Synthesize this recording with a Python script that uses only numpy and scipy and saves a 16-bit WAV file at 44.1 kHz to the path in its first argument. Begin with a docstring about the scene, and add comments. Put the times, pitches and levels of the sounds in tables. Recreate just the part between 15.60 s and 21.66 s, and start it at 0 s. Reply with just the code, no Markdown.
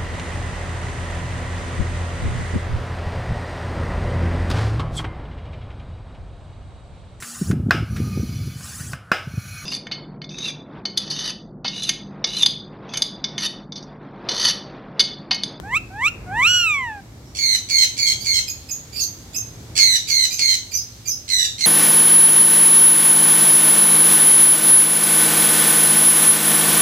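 """A parakeet whistles three gliding calls close by, in a wire aviary with hard, reflecting walls.
Smaller birds put in two- and three-note chirps, and a bird to the right answers with throbbing squawks.
Each voice is a source and a filter: membranes in the syrinx vibrate, throat and beak weight their
partials, and breath adds noise. Traffic rumble, a motor hum and faint air noise lie underneath."""
import sys
import numpy as np
from scipy import signal
from scipy.fft import rfft, irfft
from scipy.io import wavfile
from scipy.ndimage import uniform_filter1d

SR = 44100
rng = np.random.default_rng(int(sys.argv[2]) if len(sys.argv) > 2 else 0)


def put_to_file(sound):
    """Save the sound as 16-bit audio at rate SR, in the file named by the first command-line argument."""
    columns = np.atleast_2d(sound).T  # one column per channel
    safe = np.clip(columns, -1, 1)
    whole_steps = np.round(safe * 32767)
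    wavfile.write(sys.argv[1], SR, whole_steps.astype(np.int16))


N = 267201


def amp(db):
    """Amplitude ratio: a factor of ten per 20 dB."""
    return 10 ** (np.asarray(db) / 20)


def unit_rms(x):
    """Normalisation to unit mean power."""
    return x / np.sqrt(np.mean(x ** 2) + 1e-20)


def at_hz(points, hz):
    """Interpolation of (f/Hz, value) rows on a logarithmic frequency axis."""
    table_hz, values = np.transpose(points)
    return np.interp(np.log(hz), np.log(table_hz), values)


def envelope(points):
    """Amplitude envelope of the whole scene, interpolated from (t/s, level/dB) rows."""
    return amp(np.interp(np.arange(N) / SR, *np.transpose(points)))


def contours(rows):
    """Linear interpolation of each column after t/s, over the span of one call."""
    times, *columns = np.transpose(rows)
    return [np.interp(np.arange(times[0], times[-1], 1 / SR), times, c) for c in columns]


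def wander(size, rate_hz):
    """Random fluctuation: white noise through a two-pole low-pass, at unit rms."""
    r = np.exp(-2 * np.pi * rate_hz / SR)
    return unit_rms(signal.lfilter([1], [1, -2 * r, r * r], rng.standard_normal(size + 9000))[9000:])


def coloured(x, spectrum):
    """Linear filtering: the spectrum is weighted by (f/Hz, gain/dB) rows."""
    hz = np.maximum(np.fft.rfftfreq(x.shape[-1], 1 / SR), 1)
    return irfft(rfft(x) * amp(at_hz(spectrum, hz)), x.shape[-1])


def add(out, start_s, sound, fade_s):
    """Superposition of one sound, faded at both ends."""
    i, k = round(start_s * SR), np.arange(len(sound))
    sound = sound * np.minimum(1, np.minimum(k, k[::-1]) / (fade_s * SR))
    out[i:i + len(sound)] += sound[:N - i]


# Likeness of left and right: f/Hz, coherence (before clipping to 0-1)
COHERENCE = [(60, 1), (240, 0.93), (950, 0.45), (3770, -1.4), (15000, 0.132)]
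def diffuse_noise(spectrum):
    """A diffuse field is coherent at two nearby points only at long wavelengths; unit rms."""
    hz = np.maximum(np.fft.rfftfreq(N, 1 / SR), 1)
    coherence = np.clip(at_hz(COHERENCE, hz), 0, 1)
    mid, side = rfft(rng.standard_normal((2, N)))
    pair = np.sqrt(1 + coherence) * mid + np.sqrt(1 - coherence) * side * [[1], [-1]]
    return unit_rms(irfft(pair * amp(at_hz(spectrum, hz)), N))


# Swell of the rumble and the hum: t/s, level/dB
RUMBLE_SWELL = [(0.0, -36), (0.39, -40), (0.72, -34), (0.96, -40.5), (2.33, -43), (2.58, -40), (2.92, -43),
                (4.12, -39), (4.39, -44), (4.72, -44), (6.06, -44.5)]
# Traffic spectrum: f/Hz, relative spectral level/dB
TRAFFIC_SPECTRUM = [(26, -49), (45, -1.5), (102, 0), (183, -8.5), (278, -9.5), (409, -14.5), (724, -20),
                    (1800, -28), (2340, -27.5), (3960, -120)]
def traffic_rumble():
    """Low-frequency noise under slow amplitude modulation."""
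    return envelope(RUMBLE_SWELL) * diffuse_noise(TRAFFIC_SPECTRUM)


def motor_hum(centre_hz=113, bandwidth_hz=4):
    """A sharp resonance driven by noise gives a wavering tone; it swells with the rumble."""
    r = np.exp(-np.pi * bandwidth_hz / SR)
    resonator = [1, -2 * r * np.cos(2 * np.pi * centre_hz / SR), r * r]
    return envelope(RUMBLE_SWELL) * unit_rms(signal.lfilter([1], resonator, rng.standard_normal(N)))


# Hiss, a little louder once the flock joins in: t/s, level/dB
AIR_RISE = [(1.5, -54), (2.5, -48)]
# Hiss spectrum: f/Hz, relative spectral level/dB
AIR_SPECTRUM = [(900, -36), (1300, -7.5), (2500, -6.5), (4000, -2), (7500, -4), (9500, -12), (12500, -10.5),
                (15900, -19)]
def air_noise():
    """Diffuse broadband noise, heard as a faint hiss."""
    return envelope(AIR_RISE) * diffuse_noise(AIR_SPECTRUM)


def syrinx(pitch_hz, throat, breath_spectrum, hoarse, jitter, orders,
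           tilt_db=0, upper_db=0, half_db=0, phase_shift=0):
    """Source-filter principle: throat and beak weight the membranes' partials; hoarseness adds breath."""
    pitch_hz = pitch_hz * (1 + jitter * wander(len(pitch_hz), 179))
    phase = 2 * np.pi * np.cumsum(pitch_hz) / SR + phase_shift
    tone, power = 0, 1e-12
    for k in orders:
        source_db = tilt_db * np.log2(min(k, 3)) + upper_db * (k > 3) + half_db * (k % 1 > 0)
        gain = amp(source_db + at_hz(throat, k * pitch_hz)) * (k * pitch_hz < 17000)
        tone += gain * np.sin(k * phase + k * k)
        power += gain ** 2 / 2
    breath = unit_rms(coloured(rng.standard_normal(len(phase)), breath_spectrum))
    breath_share = np.clip(hoarse, 0, 1) ** 2
    return np.sqrt(1 - breath_share) * tone / np.sqrt(power) + np.sqrt(breath_share) * breath


# Pitch glides, one list per call: t/s, f/Hz, relative level/dB
WHISTLE_GLIDES = [
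    [(0.015, 704, -61), (0.037, 753, -38.5), (0.099, 886, -33), (0.141, 1057, -16), (0.173, 1320, -12.5),
     (0.19, 1386, -35)],
    [(0.3, 738, -46), (0.334, 773, -39.5), (0.4, 894, -26), (0.464, 1219, -10), (0.484, 1396, -16),
     (0.5, 1392, -36)],
    [(0.66, 716, -43), (0.702, 732, -31), (0.81, 1010, -14), (0.872, 1385, -9), (0.9, 1464, -13),
     (0.97, 1455, -13), (1.022, 1412, -14.5), (1.11, 1222, -16), (1.308, 870, -28), (1.402, 784, -39.5),
     (1.42, 739, -94)],
]
# Resonances of throat and beak: f/Hz, gain/dB
WHISTLE_FORMANTS = [(700, -12.5), (1400, 9), (2200, 12), (2900, 1), (3600, -12.5), (4300, -25), (4900, -35),
                    (5800, -15.5), (6500, -27.5), (7600, -13), (8600, -36), (9600, -52), (11500, -31),
                    (13000, -36), (15000, -37)]
# Breath noise: f/Hz, relative spectral level/dB
WHISTLE_BREATH_SPECTRUM = [(1200, -8), (2500, -8), (5000, -10.5), (7800, -2.5), (10000, -8), (12200, -9),
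                           (15500, -48)]
# Slope up to the third partial, brighter on high notes: fundamental f/Hz, slope/(dB per octave)
WHISTLE_TILT = [(750, -26), (880, -14), (1050, -5.5), (1220, 10), (1450, 19)]
# Lift of the partials above the third: fundamental f/Hz, gain/dB
WHISTLE_UPPER_LIFT = [(750, 1), (950, 7.5), (1150, 4.5), (1300, -2.5), (1450, -2.5)]
# Breathiness of a rising note: fundamental f/Hz, hoarseness (0-1)
WHISTLE_BREATHINESS = [(750, .03), (1100, .07), (1400, .04)]
def whistles():
    """Harmonic glides; on high notes a slower oscillation modulates level and phase, adding sidebands."""
    out = np.zeros(N)
    for glide in WHISTLE_GLIDES:
        pitch_hz, level_db = contours(glide)
        rising = uniform_filter1d(1. * (np.gradient(pitch_hz) > 0), size=900)
        hoarse = rising * at_hz(WHISTLE_BREATHINESS, pitch_hz)
        depth = .07 * np.clip((pitch_hz - 1150) / 250, 0, 1)
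        slow_phase = 2 * np.pi * np.cumsum(.28 * pitch_hz) / SR
        tremble = amp(wander(len(pitch_hz), 110)) * (1 + depth * np.cos(slow_phase))
        voice = syrinx(pitch_hz, WHISTLE_FORMANTS, WHISTLE_BREATH_SPECTRUM, hoarse,
                       jitter=0.13 * hoarse, orders=np.arange(1, 16),
                       tilt_db=at_hz(WHISTLE_TILT, pitch_hz),
                       upper_db=at_hz(WHISTLE_UPPER_LIFT, pitch_hz),
                       phase_shift=depth * np.sin(slow_phase))
        add(out, glide[0][0], amp(level_db) * tremble * voice, fade_s=.006)
    return out


# Notes of the smaller birds: t/s, duration/s, start f/Hz, end f/Hz, relative level/dB
CHIRP_NOTES = [(1.642, 0.074, 5300, 5660, -68), (2.585, 0.061, 6520, 6950, -48.5),
               (2.601, 0.043, 4590, 4655, -39), (2.875, 0.021, 2567, 2495, -33.5),
               (2.895, 0.014, 6580, 6870, -24.5), (3.085, 0.031, 2514, 2557, -41.5),
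               (3.106, 0.034, 6520, 6720, -32.5), (3.322, 0.061, 2224, 2530, -45.5),
               (3.356, 0.1, 4710, 4440, -36), (3.387, 0.017, 2680, 2640, -31.5),
               (3.399, 0.042, 6880, 6110, -31), (3.728, 0.021, 3020, 4220, -48),
               (3.739, 0.028, 2470, 2710, -34.5), (3.76, 0.022, 6190, 6250, -27),
               (4.472, 0.048, 2414, 2350, -38.5), (4.486, 0.083, 6100, 6410, -37.5),
               (4.701, 0.054, 2427, 2425, -39), (4.719, 0.036, 6230, 6320, -34),
               (5.11, 0.053, 2433, 2295, -40.5), (5.132, 0.043, 5960, 6120, -32),
               (5.163, 0.041, 5170, 5050, -36), (5.45, 0.042, 2415, 2353, -40.5),
               (5.471, 0.033, 6460, 6070, -28), (5.506, 0.022, 5180, 5320, -32)]
# Resonances of throat and beak: f/Hz, gain/dB
CHIRP_FORMANTS = [(2400, -3.5), (5000, 8), (6500, 9.5), (7500, 1.5), (10000, -10), (12800, -4.5),
                  (15500, -16)]
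def chirps(clear_db=-33):
    """Short linear sweeps, whose partials are broadened by random modulation of level and pitch."""
    out = np.zeros(N)
    for start_s, length_s, start_hz, end_hz, level_db in CHIRP_NOTES:
        pitch_hz = np.linspace(start_hz, end_hz, round(length_s * SR))
        hoarse = .017 * (clear_db - level_db)   # weaker notes are breathier
        jitter = max(.022, .5 * length_s)   # longer notes are scratchier
        flutter = amp(3.26 * wander(len(pitch_hz), 450))
        breath_band = [(.58 * end_hz, -30), (.88 * end_hz, 0), (1.07 * end_hz, 0),
                       (1.7 * end_hz, -14), (16000, -20)]
        voice = syrinx(pitch_hz, CHIRP_FORMANTS, breath_band, hoarse, jitter, orders=np.arange(1, 7))
        add(out, start_s, amp(level_db) * flutter * voice, fade_s=.01)
    return out


def squawk_stages(start_s, rasp_s, voice_s, start_hz, end_hz, rasp_db, early_db, late_db, half_db):
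    """Regimes of oscillation: a noisy rasp, a clear tone, period doubling (half-order partials), decay."""
    catch_s, swell_s, break_s, release_s = .0092, .036, .016, .013
    onset = start_s + rasp_s
    swollen, end = onset + catch_s + swell_s, onset + voice_s
    broken = end - release_s
    held = broken - break_s
    # t/s, level offset/dB, half-order gain/dB, hoarseness (0-1)
    times, offset_db, halves_db, hoarse = np.transpose([
        (start_s, -4.8, -1.5, .55),
        (onset, 2.7, -2.1, .9),
        (onset + catch_s, -5.5, -48, .27),
        (swollen, 0, -70, .017),
        ((swollen + held) / 2, 0, half_db, .02),
        (held, 0, half_db, .02),
        (broken, 1, -5, .32),
        (end, -8, -15, .3)])
    voice_db = np.interp(times, [swollen, held], [early_db, late_db])
    level_db = offset_db + np.where(times <= onset, rasp_db, voice_db)
    sag = np.clip((times - onset) / voice_s, 0, 1) ** .69   # the pitch falls fastest early on
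    release_drop_hz = 95 * (times > broken)
    pitch_hz = start_hz + (end_hz - start_hz) * sag - release_drop_hz
    return np.transpose([times, pitch_hz, level_db, halves_db, hoarse])


# Answering calls: t/s, rasp duration/s, voice duration/s, start f/Hz, end f/Hz,
# relative level/dB (rasp, early, late), mid-call half-order gain/dB, throb f/Hz
SQUAWK_CALLS = [(1.748, 0.03, 0.19, 2235, 2006, -40.5, -25, -22, -16, 101.5),
                (2.086, 0.013, 0.15, 2250, 2028, -34.5, -22, -21, -3, 83.5),
                (2.366, 0.016, 0.15, 2243, 2083, -33.5, -23, -24, -1, 94),
                (2.644, 0.015, 0.14, 2212, 2062, -33.5, -22.5, -24, 3, 82),
                (4.153, 0.031, 0.19, 2210, 1942, -28, -17.5, -22, -20, 92),
                (4.47, 0.027, 0.17, 2200, 1975, -36, -20, -21, -11, 76),
                (4.783, 0.01046, .164, 2210, 2014, -32.5, -23, -22, -3, 90.5),
                (5.678, 0.017, 0.17, 2083, 1873, -36.5, -21, -23, -11, 95),
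                (5.98, 0.027, 0.12, 2104, 1970, -36, -21, -27, -25, 77)]
# Resonances of throat and beak: f/Hz, gain/dB
SQUAWK_FORMANTS = [(1000, -51), (2100, -7), (3100, -11), (4200, 8.5), (5200, -10), (6200, -6), (7800, -6.5),
                   (9200, -21.5), (11000, -21), (13000, -32), (15500, -27)]
# Breath noise: f/Hz, relative spectral level/dB
SQUAWK_BREATH_SPECTRUM = [(1200, -19.5), (2100, -7), (3100, -5), (4200, -3.5), (5200, 0), (6200, 1.5),
                          (8000, -0.5), (9200, -8), (15500, -35)]
def squawks(pitch_swing=.033, treble_hiss_db=-28):
    """Frequency and amplitude modulation by a second, slow oscillation break each partial into pulses."""
    out = np.zeros(N)
    treble = signal.butter(4, 8500, "high", fs=SR, output="sos")
    for *call, throb_hz in SQUAWK_CALLS:
        pitch_hz, level_db, half_db, hoarse = contours(squawk_stages(*call))
        size = len(pitch_hz)
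        throb = 2 * np.pi * np.cumsum(throb_hz * (1 + .12 * wander(size, 37.3))) / SR
        pitch_hz = pitch_hz * (1 + pitch_swing * np.sin(throb))
        pulses = 1 + .6 * np.cos(throb - 1.2) + .4 * np.cos(2 * throb + 1.2 * wander(size, 19))
        voice = syrinx(pitch_hz, SQUAWK_FORMANTS, SQUAWK_BREATH_SPECTRUM, hoarse ** 1.31,
                       jitter=.005 + .042 * hoarse ** 2, orders=np.arange(1, 16) / 2, half_db=half_db)
        treble_noise = signal.sosfilt(treble, rng.standard_normal(size))
        treble_hiss = amp(treble_hiss_db) * (1 - hoarse) * treble_noise
        flutter = amp(2.18 * wander(size, 53))
        add(out, call[0], amp(level_db) * pulses * flutter * (voice + treble_hiss), fade_s=.002)
    return out


# Reverberation time of the near walls: f/Hz, T60/s
NEAR_WALL_T60 = [(1000, 0.27), (4000, 0.28), (7000, 0.21), (13000, 0.18)]
def wall_response(far_db=-21.5, far_t60_s=1):
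    """Reverberation: each octave decays exponentially; farther walls ring on, weaker and longer."""
    t, tail = np.arange(SR) / SR, 0
    white = rng.standard_normal((2, len(t)))
    far_decay = amp(far_db - 60 * t / far_t60_s)
    for low_hz in 500 * 2 ** np.arange(5):
        octave = signal.butter(2, [low_hz, 2 * low_hz], "band", fs=SR, output="sos")
        near_decay = amp(-60 * t / at_hz(NEAR_WALL_T60, low_hz * np.sqrt(2)))
        tail += signal.sosfilt(octave, white) * (near_decay + far_decay)
    tail *= np.clip((t - .003) / .00067, 0, 1)   # the nearest wall answers after 3 ms
    return tail / np.sqrt(np.sum(tail ** 2) / 2)


def placed(x, tail, lag_s, wet_db, left_wet_db, shadow):
    """Localisation: direct sound reaches the left later and shadowed (f/Hz, gain/dB); both sides echo."""
    left = np.interp(np.arange(N) - lag_s * SR, np.arange(N), coloured(x, shadow))
    echo = signal.fftconvolve(x[None], tail)[:, :N] * amp([[wet_db + left_wet_db], [wet_db]])
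    return np.array([left, x]) + echo


def scene():
    """Superposition of three voices in one reverberant enclosure, over the background."""
    tail = wall_response()
    near = placed(amp(-.5) * whistles(), tail, lag_s=.00005, wet_db=-17.5, left_wet_db=1.1,
                  shadow=[(1000, -.5), (2500, -3), (6000, -8)])
    right = placed(amp(7.5) * squawks(), tail, lag_s=.0003928, wet_db=.7, left_wet_db=-.77,
                   shadow=[(2000, -3.5), (3000, 0), (4200, -11.5), (6200, -6.5), (8000, -5), (13000, 5)])
    small = placed(amp(10.5) * chirps(), tail, lag_s=.000398, wet_db=-.46, left_wet_db=-3,
                   shadow=[(2500, -1), (6000, -44), (8000, -4), (13000, -3.5)])
    return near + right + small + amp(-7.5) * motor_hum() + traffic_rumble() + air_noise()


def record(dry, ceiling=1.15):
    """Band limiting and saturation: the lowest bass is cut, peaks are rounded, the top is cut."""
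    bass_cut = signal.butter(4, 42, "high", fs=SR, output="sos")
    top_cut = signal.ellip(14, .5, 80, 15850, fs=SR, output="sos")
    rounded = ceiling * np.tanh(signal.sosfilt(bass_cut, dry) / ceiling)
    return signal.sosfilt(top_cut, rounded)


dry = scene()
out = record(dry)
put_to_file(out)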